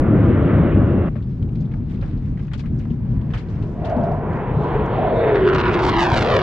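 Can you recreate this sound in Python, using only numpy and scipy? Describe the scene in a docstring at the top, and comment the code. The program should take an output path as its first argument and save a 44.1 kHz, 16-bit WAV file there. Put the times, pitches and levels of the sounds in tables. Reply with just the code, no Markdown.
"""A jet rumbles away; then the scene changes and, heard from a small open boat, more jets close in at an air
show. Water laps at the hull throughout, with slaps, gulps of air and taps of loose gear over a far rumble. Jet
exhaust is filtered noise that swells and brightens; trains of pressure spikes add a harsh crackle. Unsteady
resonances make howls that mostly fall in pitch. A delayed copy of the roar and crackle, mirrored by the sea,
sweeps a comb-like hollowness through them as the jets climb."""
import sys
import numpy as np
from scipy import signal
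from scipy.fft import rfft, irfft, next_fast_len
from scipy.io import wavfile
from scipy.ndimage import uniform_filter1d, minimum_filter1d, map_coordinates

SR = 44100
rng = np.random.default_rng(int(sys.argv[2]) if len(sys.argv) > 2 else 0)


def dump_mix(stems):
    """Bounce the given channels to the path in sys.argv[1] as a 16-bit WAV at rate SR."""
    frames = np.atleast_2d(stems).T  # one column per channel
    limited = np.clip(frames, -1, 1)  # hard clip at full scale
    pcm = np.round(limited * 32767).astype(np.int16)
    wavfile.write(sys.argv[1], SR, pcm)


N = 283122  # samples, about 6.42 s
TIME = np.arange(N) / SR  # s
CUT_S = 1.09  # the scene changes from the departing jet to the approach

# flight path: (time [s], elevation [degrees], average share of the sound that the sea mirrors [0-1])
CLIMB = [(0, 2, 0.28), (4.6, 7.4, 0.0023), (5.25, 4.3, 0.24), (5.55, 6.65, 0.28), (5.8, 7.8, 0.34),
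         (6.0, 9.84, 0.32), (6.15, 12.24, 0.55), (6.42, 17.2, 0.7)]


def undb(db):
    """Turn decibels into gain."""
    return 10 ** (np.asarray(db) / 20)


def curves(table):
    """Draw each column after the time column as a curve with one value per sample."""
    s, *columns = np.transpose(table)
    return [np.interp(TIME, s, c) for c in columns]


def during(start_s, end_s, fade_s):
    """Stay at one from start to end, fading in before and out after."""
    outside = np.maximum(start_s - TIME, 0) + np.maximum(TIME - end_s, 0)
    return np.exp(-(outside / fade_s) ** 2)


def colour(x, points):
    """Filter a sound to follow a spectrum of (frequency [Hz], level [dB]) points."""
    hz, db = np.transpose(points)
    size = next_fast_len(N)
    f = np.maximum(np.fft.rfftfreq(size, 1 / SR), 1)
    # fall away below the first point and above the last
    beyond = np.minimum(f / hz[0], 1) ** 2 * np.minimum(hz[-1] / f, 1) ** 4
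    gain = undb(np.interp(np.log(f), np.log(hz), db)) * beyond
    return irfft(rfft(x, size) * gain, size)[..., :N]


def band(x, lo_hz, hi_hz):
    """Keep one band of frequencies, without phase shift."""
    sos = signal.butter(4, [lo_hz, hi_hz], "band", fs=SR, output="sos")
    return signal.sosfiltfilt(sos, x)


def unit(x, lo_hz, hi_hz):
    """Scale a sound so that the given band has an rms level of 1."""
    return x / np.std(band(x, lo_hz, hi_hz))


def noise(points):
    """Make turbulent noise with the given spectrum."""
    return colour(rng.standard_normal(N), points)


def walk(rate):
    """Wander smoothly at random with spread 1, changing about rate times a second."""
    knots = rng.standard_normal(4096)
    x = map_coordinates(knots, [TIME * rate], order=3, mode="wrap")
    return x / np.std(x)


def sway(rate):
    """Wander at random in both strength and phase."""
    return walk(rate) + 1j * walk(rate)


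def delayed(x, seconds):
    """Play the sound a little later; the delay may move."""
    return map_coordinates(x, [np.arange(N) - seconds * SR], order=3)


def air(x, treble_db, flutter_db, knee_hz=2400, span_hz=3300, most_db=4):
    """Air tilts the treble above a knee; eddies on the way make neighbouring bands flutter together."""
    f, t, z = signal.stft(x, SR, nperseg=512)
    tilt = np.outer(np.maximum(f - knee_hz, 0) / span_hz, np.interp(t, TIME, treble_db))
    tilt = np.minimum(tilt, most_db)  # limit how much treble can be raised
    places = np.meshgrid(np.sqrt(f / 250), t * 16, indexing="ij")
    eddies = map_coordinates(rng.standard_normal((64, 256)), places, order=3, mode="wrap")
    return signal.istft(z * undb(tilt + flutter_db * eddies), SR)[1][:N]


def departing_jet():
    """Seen from behind, the exhaust is a deep rumble under a dull roar that brightens and swells once."""
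    # exhaust spectrum: (frequency [Hz], level [dB])
    exhaust_colour = [(15, -42), (25, -15), (88, 3.5), (128, 1.5), (246, -3), (344, -3.5), (402, -11),
                      (576, -14.5), (862, -35), (1290, -35.5), (1730, -42.5), (2160, -47), (3460, -62.5),
                      (5290, -94.5), (6880, -113), (11600, -120)]
    rumble_db, roar_db = -13.5, -35
    swell_db, swell_treble_db = 1.2, 5
    sinks_from_s, sink_db_per_s, brighten_db_per_s = 0.65, 8, 3
    swell = during(0.42, 0.68, fade_s=0.16)
    sink_db = sink_db_per_s * np.maximum(TIME - sinks_from_s, 0)
    treble_db = swell_treble_db * swell + brighten_db_per_s * np.minimum(TIME, CUT_S)
    plume = air(noise(exhaust_colour), treble_db, flutter_db=1.4, knee_hz=1200)
    low = band(plume, 13, 787)
    high = unit(plume - low, 900, 3500) * undb(roar_db + swell_db * swell)
    low = unit(low, 60, 500) * undb(rumble_db)
    return (low + high) * undb(-sink_db)


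def lapping(grain_db=2, ripple_db=-62.0, slosh_db=3.0, lee_db=-4):
    """Small ripples fizz along the hull, and now and then a wavelet slaps it."""
    # water on the hull: (time [s], bubble pitch [Hz], level [dB], left minus right [dB], decay [s])
    hull_slaps = [(1.154, 1680, -38, 9, 0.022), (1.222, 3350, -45, 3, .008),
                  (1.426, 3600, -40.5, 1, 0.0046), (1.49, 2800, -45, 8, .005),
                  (1.554, 3240, -40, 4, 0.0075), (1.603, 4870, -45, 5, 0.017), (1.713, 2380, -44, 7, 0.017),
                  (1.737, 1400, -35, 3, 0.0063), (1.889, 2650, -43, 5, 0.032), (1.94, 3000, -42, 1, 0.047),
                  (2.011, 3840, -40.5, 6, 0.0096), (2.021, 1490, -32.5, 3, 0.03),
                  (2.06, 4200, -48, 1, .004), (2.172, 4160, -51, 7, 0.016), (2.373, 1900, -39, 1, 0.009),
                  (2.391, 2005, -39, 2, 0.0077), (2.401, 2200, -41.5, -2, 0.0047),
                  (2.469, 5500, -50, 6, 0.0067), (2.48, 2120, -41, 2, .007),
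                  (2.512, 1750, -38.5, 15, 0.027), (2.535, 2560, -30, 7, 0.015),
                  (2.576, 4500, -39, 4, 0.018), (2.593, 2900, -33.5, 8, 0.012),
                  (2.636, 1300, -37, 3, 0.009), (2.655, 2100, -38, 6, .016), (2.788, 5355, -44, 3, .012),
                  (2.793, 2200, -40.5, 4, 0.037), (2.852, 1220, -35.5, 1, 0.0033),
                  (2.902, 2630, -44, 9, 0.024), (3.214, 2970, -43.5, 6, 0.0042),
                  (3.302, 2200, -36.5, 1, 0.023), (3.335, 1960, -24, 0, 0.022),
                  (3.373, 2650, -30, 2, 0.028), (3.485, 3100, -43, 3, 0.029), (3.55, 2830, -46, 3, 0.031),
                  (3.624, 3170, -39, 8, 0.013), (3.65, 4270, -55, 1, 0.028),
                  (3.846, 2810, -32.5, 6.5, 0.026), (3.897, 4130, -39, 3, 0.015),
                  (3.965, 4300, -44, 3, .008), (4.034, 4500, -43.5, 3, 0.026),
                  (4.118, 4800, -46, -2, 0.0025), (4.86, 6170, -44, -3, 0.0044)]
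    # spectrum of the fizz: (frequency [Hz], level [dB])
    spray_colour = [(400, -13), (1000, 1), (1800, -0.5), (3300, -6), (5000, -8), (8000, -15.5),
                    (12000, -31.5)]
    # tone of the water heard past the boat's raised side: (frequency [Hz], level [dB])
    splash_shade = [(200, 8), (4500, -4), (6000, -6), (8000, -8), (11000, -17)]
    drops = rng.standard_normal((2, N)) * undb(grain_db * walk(600))
    sides = colour(drops, spray_colour)
    fizz = np.array([air(side, 0 * TIME, flutter_db=2.5) for side in sides])
    # the fizz is fainter during the departure
    fizz_db = ripple_db + slosh_db * walk(14) + lee_db * (TIME < CUT_S)
    water = unit(fizz, 1500, 8000) * undb(fizz_db)
    for s, hz, db, pan_db, decay_s in hull_slaps + wavelets():
        start = int(s * SR)
        side_db = np.array([[pan_db], [-pan_db]]) / 2
        splash = slap(hz, max(decay_s, .002), db)[:, :N - start] * undb(db + side_db)
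        water[:, start:start + splash.shape[1]] += splash
    return colour(water, splash_shade)


def port_wind(level_db=-41):
    """A light breeze buffets each microphone separately with low noise."""
    wind_colour = [(18, -12.5), (40, 5), (100, -7.0), (300, -30.5)]  # (frequency [Hz], level [dB])
    gusts = np.array([noise(wind_colour) for _ in range(2)])
    return gusts / np.std(gusts) * undb(level_db + 2 * walk(1.0))


def howl(peak_s, rise_s, hold_s, fall_db_per_s, level_db, peak_hz, final_hz, glide_s,
         width_hz, octave_db, roughness, skirt_width=3.2):
    """Turbulence drives an engine resonance and its octave, which settle in pitch as the jet turns by."""
    age = TIME - peak_s
    bend = np.exp(-np.maximum(age, -2 * rise_s) / glide_s)
    hz = final_hz + (peak_hz - final_hz) * bend
    fall_db = fall_db_per_s * np.maximum(age - hold_s, 0)
    envelope = during(peak_s, TIME[-1], rise_s) * undb(level_db - fall_db)
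    turn = np.exp(2j * np.pi * np.cumsum(hz) / SR)
    core = sway(width_hz)
    # a clean resonance saturates, which evens out its swells
    core = core / (0.18 + np.abs(core)) ** np.clip(1 - 2 * roughness, 0, 1)
    skirts = sway(skirt_width * width_hz)  # faster wandering spreads the tone wider
    tone = (core / np.std(core.real) + roughness * skirts) * turn
    tone = tone + undb(octave_db) * skirts * turn ** 2
    return tone.real / np.hypot(1, roughness) * envelope


def elevation():
    """Give the sine of the jets' angle above the horizon."""
    return np.sin(np.radians(curves(CLIMB)[0]))


def far_rumble(level_db=-23.5, waver_db=-1, overhead_db=10.5):
    """Mostly the bass of distant jets carries over the water; it grows as they rise in the sky."""
    # bass-heavy spectrum of the far jets: (frequency [Hz], level [dB])
    rumble_colour = [(22, -17.5), (42, -3), (71, -4.5), (125, 0), (155, -1.5), (182, -6.5), (222, -7),
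                     (270, -13), (400, -25), (600, -36), (1000, -44), (2200, -56.5), (4000, -66.5),
                     (7000, -88.5)]
    moving_db = level_db + waver_db * walk(9.7) + overhead_db * elevation()
    rumble = air(noise(rumble_colour), 0 * TIME, flutter_db=1.5)
    return unit(rumble, 30, 320) * undb(moving_db)


def wavelets(count=24, until_s=3.4, level_db=-53, scatter_db=2, pitch_hz=2000, decay_s=0.0099):
    """Faint slaps fall at random, in rows like those of the hull slaps."""
    times = rng.uniform(CUT_S, until_s, count)
    chance = np.clip(rng.standard_normal((count, 4)), -2, 2)
    rows = []
    for s, (a, b, c, d) in zip(times, chance):
        hz = pitch_hz * np.exp(0.47 * a)
        rows.append((s, hz, level_db + scatter_db * b, 4 * c, decay_s * np.exp(.5 * d)))
    return rows


def slap(hz, decay_s, level_db, bubbles_db=-1.5, spray_db=-5, splash_hz=700):
    """A gentle wavelet rings bubbles around one pitch; a hard one foams, scattering them in broad spray."""
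    foam_from_db, foam_range_db, foam_shift_db = -48.5, 20, 4  # harder slaps trade bubbles for spray
    count, cycles = 22, 4.5  # bubbles, and how many turns each rings before fading to about a third
    foam = np.clip((level_db - foam_from_db) / foam_range_db, 0, 1)
    born = decay_s * rng.exponential(size=(count, 1))
    scatter = np.clip(rng.standard_normal((count, 1)), -2, 1.5)
    pitch = hz * np.exp((.16 + 0.23 * foam) * scatter)
    age = TIME[:6144]
    turns = np.maximum(age - born, 0) * pitch
    ringing = np.sin(2 * np.pi * turns) * np.exp(-turns / cycles) * (1 - np.exp(-turns))
    bubbles = np.sum(ringing * np.exp(-born / (2 * decay_s)), axis=0)  # later bubbles are weaker
    edges_hz = [min(hz / 3.5, splash_hz), min(hz * 1.5, 9000)]
    body = signal.butter(2, edges_hz, "band", fs=SR, output="sos")
    spray = signal.sosfilt(body, rng.standard_normal((2, len(age))))
    spray = spray * (1 - np.exp(-7 * age / decay_s)) * np.exp(-age / decay_s)
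    return (undb(bubbles_db - foam_shift_db * foam) * bubbles / np.max(np.abs(bubbles))
            + undb(spray_db + foam_shift_db * foam) * spray / np.max(np.abs(spray)))


def gulps(glide=0.76, attack_s=0.00049):
    """Air trapped under the hull by a wave rings briefly, rising in pitch."""
    # air pockets: (time [s], starting pitch [Hz], level [dB], decay [s])
    air_pockets = [(1.157, 588, -31, 0.011), (2.025, 544, -30, 0.011), (2.907, 230.5, -17.5, 0.034),
                   (3.965, 239, -12.5, 0.023)]
    out = 0
    for s, hz, db, decay_s in air_pockets:
        age = np.maximum(TIME - s, 0)
        tone = np.sin(2 * np.pi * hz * age * (1 + glide * age / 2))
        out = out + undb(db) * tone * np.exp(-age / decay_s) * (1 - np.exp(-age / attack_s))
    return out


def knocks():
    """Loose gear taps the deck, ringing a few short tones at once."""
    # taps: (time [s], level [dB])
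    taps = [(1.427, -46.5), (2.535, -29.5), (3.626, -53), (4.013, -45), (4.333, -44), (4.635, -43)]
    # ringing tones of each tap: (pitch [Hz], level within the tap [dB], time to fall by 60 dB [s])
    tap_modes = [(1430, -4, 0.024), (2350, -7.5, 0.013), (3180, -2.5, 0.015), (4150, -12, 0.021),
                 (6870, -20, .018)]
    out = 0
    for s, db in taps:
        age = np.maximum(TIME - s, 0)
        for hz, mode_db, t60 in tap_modes:
            out = out + undb(db + mode_db - 60 * age / t60) * np.sin(2 * np.pi * hz * age)
    return out


def mixing_roar(lead_in_s=0.46, flutter_db=0.87):
    """Exhaust mixes with air: large eddies make the core of the roar, small ones its surging upper part."""
    # approaching jets: (time [s], level [dB], upper roar against the core [dB], treble tilt [dB])
    roar_course = [(3.45, -53, -7, -1.5), (3.78, -50, -8, -2), (3.9, -41, -7, 0), (4.17, -37, -13, -7),
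                   (4.4, -34, -7.5, -11), (4.57, -35.5, -14, 4), (4.74, -29.5, -9.5, -0.5),
                   (4.86, -31, -8.5, -2), (4.98, -30.5, -10, 3), (5.15, -31, -12, 1.5),
                   (5.24, -30.5, -9, -2), (5.47, -33, -9, 4), (5.65, -31, -0.5, -7), (5.8, -29.5, -9, -0.5),
                   (6.1, -29.5, -8, 2.5), (6.42, -30.5, -10.5, 5)]
    # exhaust spectrum: (frequency [Hz], level [dB])
    roar_colour = [(120, -13), (270, -4.5), (420, 6.5), (560, -2.5), (690, -1), (840, -4), (980, -0.5),
                   (1200, -11.5), (1400, -13.5), (2200, -21), (3400, -31), (4200, -41.5), (5300, -63),
                   (7500, -94.5)]
    level_db, upper_db, tilt_db = curves(roar_course)
    plume = air(noise(roar_colour), 0 * TIME, flutter_db)
    low = band(plume, 15, 1300)
    high = unit(plume - low, 1500, 3200)
    low = unit(low, 800, 1300)
    high = air(high, tilt_db, flutter_db=0.5, knee_hz=2000, span_hz=1500) * undb(upper_db)
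    return (low + high) * undb(level_db) * during(roar_course[0][0], TIME[-1], lead_in_s)


def spikes(starts, strength, width_s, steepening=0.18, trough=0.3, trough_s=0.00039):
    """Each shock is a pressure spike and a shallow trough of suction; stronger spikes are narrower."""
    index = (starts * SR).astype(int)[:, None] + np.arange(-160, 161)
    age = index / SR - starts[:, None]
    spike = 1 / (1 + (age / width_s * strength[:, None] ** steepening) ** 2)
    after = np.maximum(age, 0) / trough_s
    shapes = strength[:, None] * (spike - trough * after * np.exp(1 - after))
    shapes = shapes * np.hanning(index.shape[1])
    # add up overlapping shocks; early ones land on the first sample, late ones are dropped
    return np.bincount(np.clip(index, 0, N).ravel(), shapes.ravel(), N + 1)[:N]


def shock_crackle(width_s=0.000098, lead_in_s=0.041, hiss_db=-20, crack_db=-5.5):
    """Exhaust shocks arrive as dense, irregular snaps over a tearing hiss, with hard single cracks."""
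    # course of the crackle: (time [s], level [dB], treble tilt [dB])
    crackle_course = [(5.25, -37.5, -42), (5.47, -37, -22.5), (5.65, -33, -15.5), (5.74, -38.5, -13),
                      (5.94, -34, -7.5), (6.15, -34, -1.5), (6.42, -33, -7)]
    # spectrum of the shocks: (frequency [Hz], level [dB])
    shock_colour = [(100, -11), (270, -10.5), (700, -4), (1400, 0.5), (2200, -3.5), (3500, 1), (5000, 0),
                    (7000, -3), (10000, -10), (14000, -29.5)]
    # volleys of steeper shocks: (start [s], length [s], treble lift [dB])
    volleys = [(5.276, 0.011, 9), (5.352, 0.012, 13), (5.4, 0.0096, 9), (5.466, .03, 8), (5.544, 0.018, 11),
               (5.585, .025, 11), (5.668, .02, 2.5), (5.724, 0.023, 10), (5.799, 0.0027, 8),
               (5.822, 0.07, 8.5), (5.993, 0.045, 5), (6.15, 0.076, 2.5), (6.345, .015, 1.5)]
    # the hardest single shocks: (time [s], strength before crack_db [dB])
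    hard_shocks = [(5.355, -17.5), (5.4901, -9.5), (5.5355, -8.1), (5.549, -3), (5.5553, -9.5),
                   (5.5637, -7), (5.588, -8), (5.6038, -11.5), (5.611, -9), (5.835, -5.5), (5.8488, -10.5),
                   (5.8531, -2), (5.8659, -5.4), (5.8764, -6), (5.887, -1.5), (5.8903, -8), (5.8969, -2),
                   (5.9015, -11), (5.9686, -8), (5.9924, -3.5), (5.9975, -2), (6.007, 0.5), (6.0303, 1),
                   (6.038, -3.5), (6.0527, -2.5), (6.1021, -5.5), (6.1196, -3), (6.1357, -3.5),
                   (6.1427, -3.5), (6.1477, -4), (6.1579, -4.5), (6.1635, -4.5), (6.175, 2.5),
                   (6.1793, -3.5), (6.1823, -1.5), (6.1914, -3), (6.2215, -9), (6.2264, -4.1), (6.2647, -6),
                   (6.3417, -6), (6.366, 1), (6.3918, -5)]
    # spectrum of the hiss: (frequency [Hz], level [dB])
    tearing_colour = [(500, -10), (1400, -2.5), (2200, -18.5), (3500, -4), (5000, -2.5), (7000, -14),
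                      (10000, -25.5), (14000, -52)]
    volley_loudness = 0.31  # a volley's level rises by this share of its treble lift
    level_db, tilt_db = curves(crackle_course)
    volley_db = sum(db * during(s, s + length_s, fade_s=0.0073) for s, length_s, db in volleys)
    count, rate, regularity, scatter_db = 3800, 540, 2, 5.5  # rate in shocks per second
    starts = np.cumsum(rng.gamma(regularity, 1 / regularity, count)) / rate
    strength = undb(scatter_db * np.minimum(rng.standard_normal(count), 1.4))
    snaps = colour(spikes(starts, strength, width_s), shock_colour)
    hiss = unit(noise(tearing_colour), 1800, 4000)
    train = unit(snaps, 1800, 4000) + undb(hiss_db) * hiss
    treble_db = np.minimum(tilt_db + volley_db, 0)  # the sharpest volleys arrive unblunted
    gain = undb(level_db + volley_loudness * volley_db)
    gain = gain * during(crackle_course[0][0], TIME[-1], lead_in_s)
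    crack_s, strength_db = np.transpose(hard_shocks)
    cracks = colour(spikes(crack_s, undb(strength_db), width_s=7e-5), shock_colour)
    return air(train, treble_db, flutter_db=1.5) * gain + undb(crack_db) * cracks


def over_sea(x, swell_db=4.0, glassy_hz=3000, treble_loss_db=-5, overhead_lag_ms=6.11):
    """The sea adds a mirrored copy, later the higher the jets are; waves make it waver and dull."""
    share = np.clip(curves(CLIMB)[1] * undb(swell_db * walk(12)), 0, 1)
    sea_colour = [(10, 0), (glassy_hz, 0), (6000, treble_loss_db), (14000, 2 * treble_loss_db)]
    mirrored = colour(x, sea_colour)
    return x + share * delayed(mirrored, overhead_lag_ms * elevation() / 1000)


def on_boat(x, lag_s=5e-5, shade_hz=3300, scatter_s=.014, scatter_db=-21, bass_lean=0.085):
    """Two close microphones: sound reaches the right one first, and the deck scatters a little between."""
    size = next_fast_len(N)
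    f = np.fft.rfftfreq(size, 1 / SR)
    # the phase difference levels off in the treble
    phase = 2 * np.pi * lag_s * shade_hz * np.tanh(f / shade_hz)
    left = irfft(rfft(x, size) * np.exp(-1j * phase), size)[:N]
    age = TIME[:2048]
    deck = rng.standard_normal(len(age)) * np.exp(-age / scatter_s)
    scattered = signal.fftconvolve(x, deck / np.linalg.norm(deck))[:N]
    deck_colour = [(30, 0.5), (130, 2.0), (500, 8.5), (2000, 12.0), (4500, 11.5), (10000, 6)]
    side = undb(scatter_db) * colour(scattered, deck_colour)
    side = side + bass_lean * band(x, 15, 350)
    return np.array([left + side, x - side])


def scene():
    """The departing jet gives way at once to the approach, while water and breeze go on."""
    # engine howls and fan whines: (peak time [s], rise [s], hold [s], fall [dB/s], level [dB],
    # pitch at the peak [Hz], final pitch [Hz], glide [s], width [Hz], octave level [dB], roughness [0-1])
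    howl_rows = [(0.64, .06, 0.23, 1, -56.5, 2904, 2740, 0.12, 200, -41.5, .3),
                 (3.95, .45, 0.11, 26, -34.5, 359.7, 351, 0.31, 219, -30.5, 0.5),
                 (3.96, .125, 0.13, 118, -23, 654, 662.6, 0.29, 170, -20.5, 0.47),
                 (5.02, .06, 0.29, 65, -22, 679, 545, 0.28, 219.8, -35, .3),
                 (5.196, 0.044, .02, 75.5, -47, 3630, 3500, 0.13, 472, -52, 0.4),
                 (5.36, .19, 0.11, 66.5, -16, 408, 350.2, .23, 65.91, -38, 0.28),
                 (5.679, .05, 0.3, 40, -21.5, 365.8, 345, 0.23, 47.97, -40.5, 0.32),
                 (6.3, .12, 0.1, 17, -21.5, 479.2, 420, 0.19, 200.5, -23, .5)]
    departure = departing_jet() + sum(howl(*row) for row in howl_rows if row[0] < CUT_S)
    near_howls = sum(howl(*row) for row in howl_rows if row[0] >= CUT_S)
    jets = far_rumble() + over_sea(mixing_roar() + shock_crackle()) + near_howls
    approach = jets + gulps() + knocks()
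    after = .5 + .5 * np.tanh((TIME - CUT_S) / 0.0004)
    return on_boat((1 - after) * departure + after * approach) + lapping() + port_wind()


def record(dry, fade_s=0.00081, top_hz=13500):
    """A limiter eases the loudest swells down, the top is cut and the end fades very briefly."""
    ceiling, hold = .76, int(.006 * SR)  # peak level, and samples in 6 ms
    allowed = ceiling / np.maximum(np.max(np.abs(dry), axis=0), ceiling)
    gain = uniform_filter1d(minimum_filter1d(allowed, hold), hold)
    gain = gain * np.tanh((TIME[-1] - TIME) / fade_s)
    low_pass = signal.ellip(8, .2, 70, top_hz, fs=SR, output="sos")
    return signal.sosfilt(low_pass, dry * gain)


dry = scene()
out = record(dry)
dump_mix(out)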